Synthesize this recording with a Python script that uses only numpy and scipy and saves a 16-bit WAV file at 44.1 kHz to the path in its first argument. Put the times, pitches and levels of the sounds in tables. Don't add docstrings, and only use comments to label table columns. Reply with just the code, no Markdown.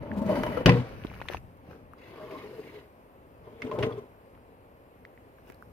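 import sys
import numpy as np
from scipy import signal
from scipy.fft import rfft, irfft
from scipy.io import wavfile
from scipy.ndimage import uniform_filter1d

SR = 44100
rng = np.random.default_rng(int(sys.argv[2]) if len(sys.argv) > 2 else 0)


def generate_wav(sig):
    pcm = np.round(np.clip(np.atleast_2d(sig).T, -1, 1) * 32767).astype(np.int16)
    wavfile.write(sys.argv[1], SR, pcm)


def gain_from_decibels(decibels):
    exponent = np.asarray(decibels, float) / 20
    return 10 ** exponent


N = 252252
HZ = np.fft.rfftfreq(8192, 1 / SR)

# time in seconds, load in dB, bite (grip above usual) in dB.
STROKES = [
    [(0.0, -45.5, 0), (0.126, -40.5, -12), (0.24, -40.5, -4), (0.298, -35, 1.5), (0.482, -39.5, 3),
     (0.558, -41.5, 9.5), (0.628, -46.5, 5.5), (0.645, -40, 3)],
    [(1.95, -58, -4), (2.016, -61.5, 10), (2.14, -52, 3.5), (2.29, -49.5, 1), (2.382, -46.5, 2),
     (2.524, -53.5, 2), (2.668, -54, 4.5), (2.79, -55, 4.5), (2.9, -68, -3)],
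    [(3.42, -57.5, 5), (3.502, -55.5, 2.5), (3.588, -61, 8.5), (3.64, -44, 1.5), (3.766, -38, -15),
     (3.802, -34, -4.5), (3.856, -33, -4), (3.95, -45, -0.5), (4.1, -58.5, -8)],
]
# thrum, scrape and fizz level over the load, all in dB.
REGISTERS = [
    (1.5, -11, -25.5),
    (-1, -8, -14.5),
    (-5, -17, -27.5),
]
THRUM_BITE, FIZZ_BITE = 0.27, 0.9
# frequency in Hz, width in Hz, rise in dB.
SHUTTING_BODY = ([(35, -45), (60, -13.5), (160, -7.5), (193, -5.5), (469, -7), (607, 0.5), (732, -16),
                  (924, -6.5), (1110, -15), (3580, -40.5), (4420, -44.5), (7570, -62.5), (12400, -55.5),
                  (16000, -64)], [(232, 180, 6), (250.5, 30, 4), (602.7, 180, 2.5), (890, 26, 6),
                  (1990, 110, 7.5), (2341, 63, 5), (3000, 110, 14), (4620, 180, 4), (6070, 500, 6),
                  (7700, 900, -10), (10000, 2000, 5)])
OPENING_BODY = ([(35, -23), (60, -19.5), (127, -6), (217, -6.5), (408, 1), (566, -6), (621, -2), (715, -7),
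                 (1060, -4.5), (1280, -10.5), (2050, 1), (7570, -47), (12700, -37), (16000, -47)],
                 [(129, 18, 8.7), (458, 230, 8.3), (634, 25, 7.6), (1110, 400, 3.7), (1490, 71, 2.5),
                 (2100, 98, 3.3), (2740, 390, 5.7), (4930, 170, 6.4), (6600, 500, 7)])
BUMPING_BODY = ([(35, -44), (60, -18.5), (108, -5), (323, -6.5), (437, 3), (540, -13.5), (593, -9.5),
                 (732, -15.5), (1040, -18.5), (1280, -20.5), (3500, -26), (4030, -36), (4530, -37),
                 (16000, -66)], [(118, 51, 7.5), (250, 28, 7), (420, 56, 1.5), (604.5, 27, 9.5),
                 (1030, 48, 7.5), (2100, 36, 7), (7700, 930, -18), (10000, 1300, 6.5)])
SLAM_BODY = ([(35, -37.5), (60, -14.5), (118, 1), (274, -2), (354, -18), (480, -15), (803, -23),
              (1010, -23.5), (1700, -27.5), (2520, -34.5), (4750, -40.5), (7400, -57), (11800, -62.5),
              (16000, -68.5)], [(497, 40, 6), (1060, 180, 11), (1960, 75, 7.5), (2560, 260, 7),
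              (2920, 300, 4.5), (4960, 180, 2.5), (1550, 350, -5.5), (4200, 400, -5), (7400, 1100, -9)])
SOLE_BODY = ([(59, -25), (100, -3), (343, -0.5), (481, -2.5), (1080, -12.5), (1870, -21.5), (2080, -23),
              (2930, -24), (3120, -32), (6150, -38), (7290, -62), (9500, -46), (13200, -42.5),
              (16000, -50)], [])
# time in seconds, strength, weight and hardness in dB, t60 in seconds.
KNOCKS = [(0.291, -27.5, -8, -16, 0.47), (0.354, -32, -9, -6, 0.23), (0.434, -24, -28, -4, 0.027),
          (0.464, -30.5, -16, -7, 0.071), (0.571, -29.5, -5, -11.5, 0.13), (0.608, -29, -10, -16, 0.024),
          (2.177, -42, -20, -18, 0.034), (2.307, -54, -7, 7, 0.13), (2.592, -50, 7, -4, 0.043),
          (3.469, -43, -24, -26, 0.14), (3.619, -45.5, -0.5, 6, 0.07), (3.666, -40, -2, -9, 0.06),
          (3.714, -36, -20, -10, 0.08), (3.758, -37, -8.5, -17, 0.053), (3.788, -28, -14, -12, 0.06),
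          (3.826, -30.5, -25, -0.5, 0.06), (3.833, -31, -15, -2.5, .05), (3.863, -32, 1.5, -17, 0.065)]

# frequency in Hz, level in dB per Hz.
WIND_COLOUR = [(8.8, -44.5), (15, -8.5), (75, 0), (210, -13), (250, -11), (320, -33), (550, -120)]
TOWN_COLOUR = [(29, -19), (50, 1.5), (75, -3), (139, -13), (182, -7.5), (212, -15.5), (247, -2.5),
               (283, -10.5), (525, -5), (701, -11.5), (1030, -13), (1350, -20.5), (2600, -26.5),
               (5000, -48), (6500, -96.5), (11000, -120)]
LEAF_COLOUR = [(2350, -40.5), (4000, -2.5), (4930, -3.5), (6470, -8.5), (9830, -5), (12600, 1.5),
               (15200, -6.5), (16000, -16)]
# frequency in Hz, likeness from 0 to 1.
FAR_LIKENESS = [(60, .9), (500, 1), (1500, 0.34), (4000, 0.3), (15000, 0.045)]
# frequency in Hz, level in dB.
FAR_LEFT = [(60, 0.5), (240, 0.76), (950, 1.4), (3770, 0.57), (15000, 2.0)]
# time in seconds, top in dB, fall on both sides in dB per second.
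GUSTS = [(0.0, -36, 330), (.3, -43, 15), (0.95, -42.5, 20), (1.38, -43, 104), (2.3, -61, 45),
         (3.4, -59.5, 19), (3.82, -36.5, 280), (4.41, -61, 25), (5.1, -65, 28), (5.72, -57.5, 14)]
RUMBLE_SURGES = [(.5, -36.5, 30), (3.81, -44.5, 49.7)]
LEAF_STIRS = [(.44, -61.5, 52), (1.27, -70, 40), (2.55, -71.5, 22), (3.79, -74, 15), (5.72, -76.5, 6)]

# time in seconds, peak in dB, pitch in Hz, left over right in dB.
TICKS = [(.07, -42, 1110, -2), (0.159, -46, 926, 11), (1.038, -37.5, 2430, 13), (1.115, -37, 1090, 9),
         (1.129, -42, 2000, 3), (1.144, -41, 2500, -3), (1.163, -41, 1200, 4), (1.22, -30.5, 2030, -3),
         (1.37, -33.5, 2420, 4), (4.351, -51.5, 2100, -3.5), (4.376, -48.5, 1167, 2),
         (5.385, -47.5, 1435, 6.5)]
CHIPS = [(0.116, -31, 1740, 1), (1.205, -41, 2600, 0), (1.1, -42, 2400, 0), (1.2, -40, 1060, 3),
         (1.138, -41, 1300, 3), (1.328, -38, 1000, 2), (1.255, -42, 1000, 2), (5.545, -58, 4500, 0),
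         (.431, -47, 5500, 0), (1.288, -33, 3300, 3), (1.731, -46, 1430, -11.5), (1.935, -40, 1280, 6),
         (5.051, -38, 1980, -1), (5.176, -47, 2100, 4), (5.6245, -39, 1350, -10)]
SNAPS = [(1.069, -36.5, 2700, 9), (1.286, -21.5, 2370, 7), (1.3355, -28, 2130, 7), (5.5, -40.5, 1540, -13),
         (5.522, -46, 1750, -8), (3.714, -37, 2400, 0), (3.62, -41, 5000, 0), (1.048, -39, 900, -5),
         (1.349, -34, 1700, 3), (5.051, -49, 3600, 0)]
POPS = [
    (1.048, -24, 317, -10),
    (1.2155, -25.5, 1030, 6),
    (1.300, -26.5, 580, 3),
    (1.346, -20.5, 767, 3),
    (1.688, -39.5, 217, -12),
    (5.5, -40.5, 373.3, 14),
]
PINGS = [(0.572, -32, 1315, 12), (0.571, -22, 500, 1), (.66, -15, 2950, 6), (.661, -27, 1960, 10),
         (0.692, -23.5, 2580, -3), (3.924, -58, 4500, 4), (3.47, -56, 1073, 4.5), (3.62, -34.5, 2110, -4),
         (3.619, -43, 2490, -4), (3.714, -32.5, 1034, 7), (3.83, -32, 1140, 4), (3.923, -49.5, 3370, 4)]
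# width in Hz, width in Hz per Hz of pitch, t60 of the puff behind in seconds.
DAMPING = [
    (700, 0.055, 0.021),
    (170, 0.1, 0.019),
    (900, 0.28, 0.033),
    (30, 0.83, 0.017),
    (45, 0.032, 0.032),
]

# start in seconds, length in seconds, pitch in Hz, peak in dB.
GROANS = [(.12, 0.047, 213, -33.5), (.162, 0.047, 196, -25.5), (.213, 0.026, 226, -28),
          (.25, 0.044, 200, -28), (.288, .035, 201, -31), (.21, .06, 629, -37), (.285, 0.061, 614, -27),
          (.352, 0.036, 940, -34.5), (.372, .035, 250, -28.5), (.37, 0.046, 590, -33),
          (.455, 0.033, 602, -32), (.46, .04, 950, -36.5), (.49, 0.041, 240.5, -31.5),
          (.598, .03, 500, -33.5), (2.195, 0.089, 620, -43.5), (2.29, 0.11, 629, -44.5),
          (2.222, 0.034, 430, -45.5), (2.3, .06, 400, -46), (2.352, 0.051, 270, -43),
          (2.43, 0.054, 409, -43), (2.525, .03, 503, -43.5), (2.582, .035, 437, -38), (2.73, .06, 424, -43),
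          (2.34, .04, 1050, -47), (3.632, 0.054, 258, -35.5), (3.735, 0.041, 600, -36),
          (3.797, .03, 390, -27), (3.832, .05, 440, -28), (3.885, 0.027, 430, -34), (3.97, .035, 425, -34),
          (3.785, .03, 120, -33), (3.828, .035, 125, -30), (3.585, .03, 450, -44), (3.64, .075, 440, -39),
          (3.72, .055, 445, -35), (3.712, .03, 1030, -40), (3.755, .03, 1050, -42), (3.786, .014, 480, -27),
          (3.815, .05, 615, -35), (3.9, .09, 120, -42), (4.0, 0.047, 420, -47), (3.9, .035, 1220, -49),
          (3.975, .03, 1050, -52), (.7, .05, 485, -26), (.752, .045, 480, -29), (.775, 0.054, 245, -31)]

# time in seconds, ring, thud and hardness in dB, t60 in seconds.
BLOWS = [
    (.659, -17, -14, .6, 0.036),
    (.665, -14, -19, -6.5, 0.11),
    (.678, -30, -26, 0, 0.022),
    (.684, -16.5, -15, -12, 0.027),
    (0.693, -19, -18, -0.34, 0.033),
    (.72, -32, -28, -3, .03),
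    (.742, -38, -35, -2, .025),
    (.769, -36, -37, -2, 0.044),
    (.8, -42, -40, -2, .03),
]
# frequency in Hz, level in dB, t60 in seconds.
PANELS = [(102, -12, 0.1), (123, -8, 1.1), (82, -10, .1), (145, -8, .25), (179, -1, 0.25),
          (246.3, -14, 0.5), (263.4, -6.5, 0.3), (346, -6.5, 0.12), (372.2, -17, 0.37), (481, -13, 0.3),
          (570, -13, .08), (730, -14, .12)]
# time in seconds, t60 in seconds.
SEATING = (.815, 0.16)
# frequency in Hz, t60 in seconds.
YARD_ECHO = [(80, 0.22), (300, 0.47), (1000, 0.47), (3000, 0.52), (8000, 0.71)]

# start in seconds, length in seconds, load in dB, bite in dB, fade at both ends in dB.
SHUFFLES = [
    (.84, 0.5, -57.5, 0.5, 4),
    (1.278, 0.108, -50, 3, 11),
    (1.62, 0.224, -49.5, -11, 17.5),
    (5.431, .14, -59, -2.5, 16.5),
]
# time in seconds, level in dB.
CRACKS = [(1.572, -62), (1.935, -57), (5.464, -62), (5.478, -58), (5.485, -60), (5.492, -55.5), (5.5, -52),
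          (5.511, -59), (5.522, -53), (5.545, -58), (5.6245, -55)]
# start in seconds, length in seconds, pitch in Hz, level in dB.
HUMS = [
    (2.071, 0.4, 1084, -54.5),
    (2.42, 0.39, 428, -53),
]

# frequency in Hz, level in dB.
PORT_APART = [(60, -8), (150, -13), (380, -10), (950, -4), (2380, 0), (5980, 0), (15000, 0)]
# frequency in Hz, lead in radians.
PORT_LEAD = [(60, .5), (250, 1.0), (1000, 1.4), (4000, 1.6)]


def evened(x):
    return x / np.sqrt(np.mean(x ** 2) + 1e-20)


def smooth(x, size):
    return uniform_filter1d(uniform_filter1d(x, size), size)


def read(points, hz):
    f, value = np.transpose(points)
    return np.interp(np.log(hz + 1), np.log(f + 1), value)


def add(mix, s, sound):
    part = mix[..., round(s * SR):][..., :sound.shape[-1]]
    part += sound[..., :part.shape[-1]]


def burst(t60, size=6000):
    return rng.standard_normal(size) * gain_from_decibels(-60 * np.arange(size) / SR / t60)


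def causal(db):
    log_gain = np.maximum(np.r_[db, db[-2:0:-1]], -100) * np.log(10) / 20
    return np.fft.ifft(np.exp(signal.hilbert(log_gain).conj())).real[:2500]


def parts_of(body):
    colour, resonances = body
    db = read(colour, HZ)
    for f, width, rise in resonances:
        db = db + rise / (1 + (2 * (HZ - f) / width) ** 2)
    under = [0] + [1 / (1 + (HZ / edge) ** 8) for edge in (330, 1400, 4000)] + [1]
    parts = [causal(db + 10 * np.log10(b - a + 1e-9)) for a, b in zip(under, under[1:])]
    return [p / np.linalg.norm(p) for p in parts]


def struck(levels_db, parts):
    return sum(gain_from_decibels(db) * p for db, p in zip(levels_db, parts))


def travelling(x, streak_db):
    z = signal.stft(x, nperseg=1024, noverlap=768)[2]
    streaks = uniform_filter1d(rng.standard_normal(z.T.shape).T, size=2, axis=0)
    streaks = uniform_filter1d(streaks, size=20, axis=1)
    dense = np.minimum(np.arange(len(z)) / 30, 1)[:, None]
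    gain = gain_from_decibels(streak_db * dense * evened(streaks))
    return signal.istft(z * evened(gain), nperseg=1024, noverlap=768)[1][:len(x)]


def rub(rows, parts, spread_db, judder_db):
    s, *levels_db = np.transpose(rows)
    t = np.arange(s[0], s[-1], 1 / SR)
    catch_db = spread_db * np.minimum(rng.exponential(1, len(t)), 6)
    catches = travelling(rng.standard_normal(len(t)) * gain_from_decibels(catch_db), streak_db=3.2)
    jolts = smooth(rng.standard_normal((len(t), 5)).T, 300)
    judder = evened(jolts[:4] + 0.6 * jolts[4])
    drives = catches * gain_from_decibels(judder_db * judder) * signal.windows.tukey(len(t), .08)
    out = 0
    for drive, level_db, part in zip(drives, levels_db, parts):
        load = gain_from_decibels(np.interp(t, s, level_db))
        out = out + signal.oaconvolve(evened(drive) * load, part)
    return s[0], out


def drawers():
    out = np.zeros(N)
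    bodies = SHUTTING_BODY, OPENING_BODY, BUMPING_BODY
    for rows, (thrum, scrape, fizz), body in zip(STROKES, REGISTERS, bodies):
        parts = parts_of(body)
        levels = [(s, db + thrum + THRUM_BITE * bite, db, db + scrape + bite, db + fizz + FIZZ_BITE * bite)
                  for s, db, bite in rows]
        add(out, *rub(levels, parts, spread_db=2.5, judder_db=1.7))
        for s, db, weight, hard, t60 in KNOCKS:
            if rows[0][0] < s < rows[-1][0]:
                box = struck((db + weight, db, db + hard, db + hard - 12), parts)
                add(out, s, signal.oaconvolve(burst(t60), box))
    return out


def swells(rows, calm_db):
    t = np.arange(N) / SR
    return np.sqrt(gain_from_decibels(calm_db) ** 2 + sum(gain_from_decibels(db - fall * abs(t - s)) ** 2 for s, db, fall in rows))


def air(colour, same, left_db, patchy_db):
    frames, hz = N // 256 + 5, np.fft.rfftfreq(1024, 1 / SR)
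    a, b, c, d, patches = rng.standard_normal((frames, 513, 5)).T
    patches = evened(uniform_filter1d(uniform_filter1d(patches, 14, 0), 16, 1))
    late = np.exp(-2j * np.pi * hz * .00035)[:, None]
    same = np.clip(read(same, hz), -1, 1)[:, None]
    tilt = gain_from_decibels(read(left_db, hz) / 2)[:, None]
    left = a + 1j * b
    right = same * left + np.sqrt(1 - same ** 2) * (c + 1j * d)
    z = np.array([left * tilt, right / tilt * late])
    z = z * gain_from_decibels(read(colour, hz)[:, None] + patchy_db * patches)
    return evened(signal.istft(z, nperseg=1024, noverlap=768)[1][:, :N])


def wind():
    likeness, left_db = [(30, 0.36), (200, 1.0)], [(30, 3.0), (200, 3.0)]
    return swells(GUSTS, calm_db=-71.5) * air(WIND_COLOUR, likeness, left_db, patchy_db=-1.0)


def town():
    return swells(RUMBLE_SURGES, calm_db=-55.5) * air(TOWN_COLOUR, FAR_LIKENESS, FAR_LEFT, patchy_db=0.5)


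def leaves():
    return swells(LEAF_STIRS, calm_db=-79.5) * air(LEAF_COLOUR, FAR_LIKENESS, FAR_LEFT, patchy_db=1.4)


def small_things():
    out, t = np.zeros((2, N)), np.arange(1800) / SR
    grit = parts_of(SOLE_BODY)[3][:1800]
    for rows, (least, share, t60) in zip((TICKS, CHIPS, SNAPS, POPS, PINGS), DAMPING):
        for s, db, hz, pan_db in rows:
            width = least + share * hz
            ring = t * np.exp(-1.5 * np.pi * width * t) * np.sin(2 * np.pi * hz * t)
            ring = ring - ring.sum() * ring ** 2 / (ring ** 2).sum()
            drive = .06 * burst(t60, size=1800) + (t == 0)
            sound = np.convolve(drive, ring)
            grit_share = gain_from_decibels(-24) * min(.6 + width / 1100, 2)
            sound = gain_from_decibels(db) * (sound / abs(sound).max() + grit_share * np.convolve(drive, grit))
            apart = np.tanh(pan_db / 17) * sound + 0.55 * np.roll(sound, rng.integers(4, 30))
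            add(out, s, np.array([sound + apart, sound - apart]))
    return out


def groans():
    out = np.zeros(N)
    for s, length, hz, db in GROANS:
        drift = evened(uniform_filter1d(rng.standard_normal((2, 6000)), size=300))
        wander, flutter = drift[:, :round(length * SR)]
        swell = np.sin(np.pi * np.linspace(0, 1, len(wander)) ** .75)
        tone = np.sin(2 * np.pi * np.cumsum(hz * (1 + .018 * wander)) / SR)
        add(out, s, gain_from_decibels(db + 2.5 * flutter) * swell * tone)
    return out


def slam():
    out, t, parts = np.zeros(N), np.arange(SR // 2) / SR, parts_of(SLAM_BODY)
    seats_s, seated_t60 = SEATING
    for s, ring_db, thud_db, hard, t60 in BLOWS:
        crack_db = thud_db + hard
        snap_db = crack_db - 10.5 + 2.5 * hard
        reach = gain_from_decibels(1.0 * rng.standard_normal(len(PANELS)))
        ring = 0
        for gain, (f, db, panel_t60) in zip(reach, PANELS):
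            ring = ring + gain * gain_from_decibels(db - 60 * t / panel_t60) * np.sin(2 * np.pi * f * t)
        seated = gain_from_decibels(-60 * np.maximum(t + s - seats_s, 0) / seated_t60)
        loose = gain_from_decibels(2.01 * evened(smooth(rng.standard_normal(len(t)), 400)))
        add(out, s, -gain_from_decibels(ring_db) * ring * seated * loose)
        add(out, s, signal.oaconvolve(burst(t60), struck((thud_db, crack_db, snap_db), parts[1:])))
    hz, frame_s, z = signal.stft(rng.standard_normal(SR), SR, nperseg=256)
    decay = gain_from_decibels(-60 * frame_s / read(YARD_ECHO, hz)[:, None])
    rattle = signal.istft(z * decay, SR, nperseg=256)[1]
    yard = struck((-32.0, -22.5, -32.5, -48), parts_of((SLAM_BODY[0], [])))
    add(out, BLOWS[0][0] + 0.0022, signal.oaconvolve(rattle, yard))
    return out


def feet():
    out, parts = np.zeros(N), parts_of(SOLE_BODY)
    for s, length, load_db, bite, fade in SHUFFLES:
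        rows = []
        for share, down in ((0, fade), (0.41, 0), (1, fade)):
            db = load_db - down
            thump_db = load_db - 5 - .4 * down
            rows.append((s + share * length, thump_db, db, db + bite, db + bite - 11.5))
        add(out, *rub(rows, parts, spread_db=4.5, judder_db=0.0))
    return out


def crunch():
    out = np.zeros((2, N))
    for s, db in CRACKS:
        puffs = [burst(.006, size=400), burst(0.0082, size=400)]
        add(out, s, gain_from_decibels(db) * signal.lfilter([1, -.6], 1, puffs))
    return out


def hums():
    out, t = np.zeros(N), np.arange(4000) / SR
    for s, length, hz, db in HUMS:
        mode = np.exp(-np.pi * hz / 11 * t) * np.sin(2 * np.pi * hz * t)
        sung = signal.oaconvolve(rng.standard_normal(SR // 2), mode)[4000:][:round(length * SR)]
        add(out, s, gain_from_decibels(db) * evened(sung) * np.sqrt(np.hanning(len(sung))))
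    return out * gain_from_decibels([[1.5], [-1.5]])


def ports(x):
    hz = np.fft.rfftfreq(N, 1 / SR)
    echoes = rfft(burst(.09), N)
    scattered = 1 / (1 + (1300 / (hz + 1)) ** 2)
    lead = np.sqrt(1 - scattered) * np.exp(1j * read(PORT_LEAD, hz))
    scatter = np.sqrt(scattered) * evened(abs(echoes)) * np.exp(1j * np.angle(echoes))
    apart = irfft(rfft(x) * gain_from_decibels(read(PORT_APART, hz)) * (lead + scatter), N)
    return np.array([x + apart, x - apart])


def scene():
    close = ports(drawers() + groans() + slam() + feet())
    return close + wind() + town() + leaves() + small_things() + crunch() + hums()


def top_cut(x):
    return signal.sosfilt(signal.butter(12, 16570, fs=SR, output="sos"), x)


def record(dry):
    faded_in = dry * np.minimum(np.arange(N) / 150, 1)
    thin = signal.lfilter(*signal.butter(2, 45, "high", fs=SR), faded_in)
    edge = signal.firwin(255, 15950, fs=SR)
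    mix = signal.oaconvolve(np.tanh(thin * 0.63) / 0.58, edge[None], "same")
    return top_cut(mix)


dry = scene()
out = record(dry)
generate_wav(out)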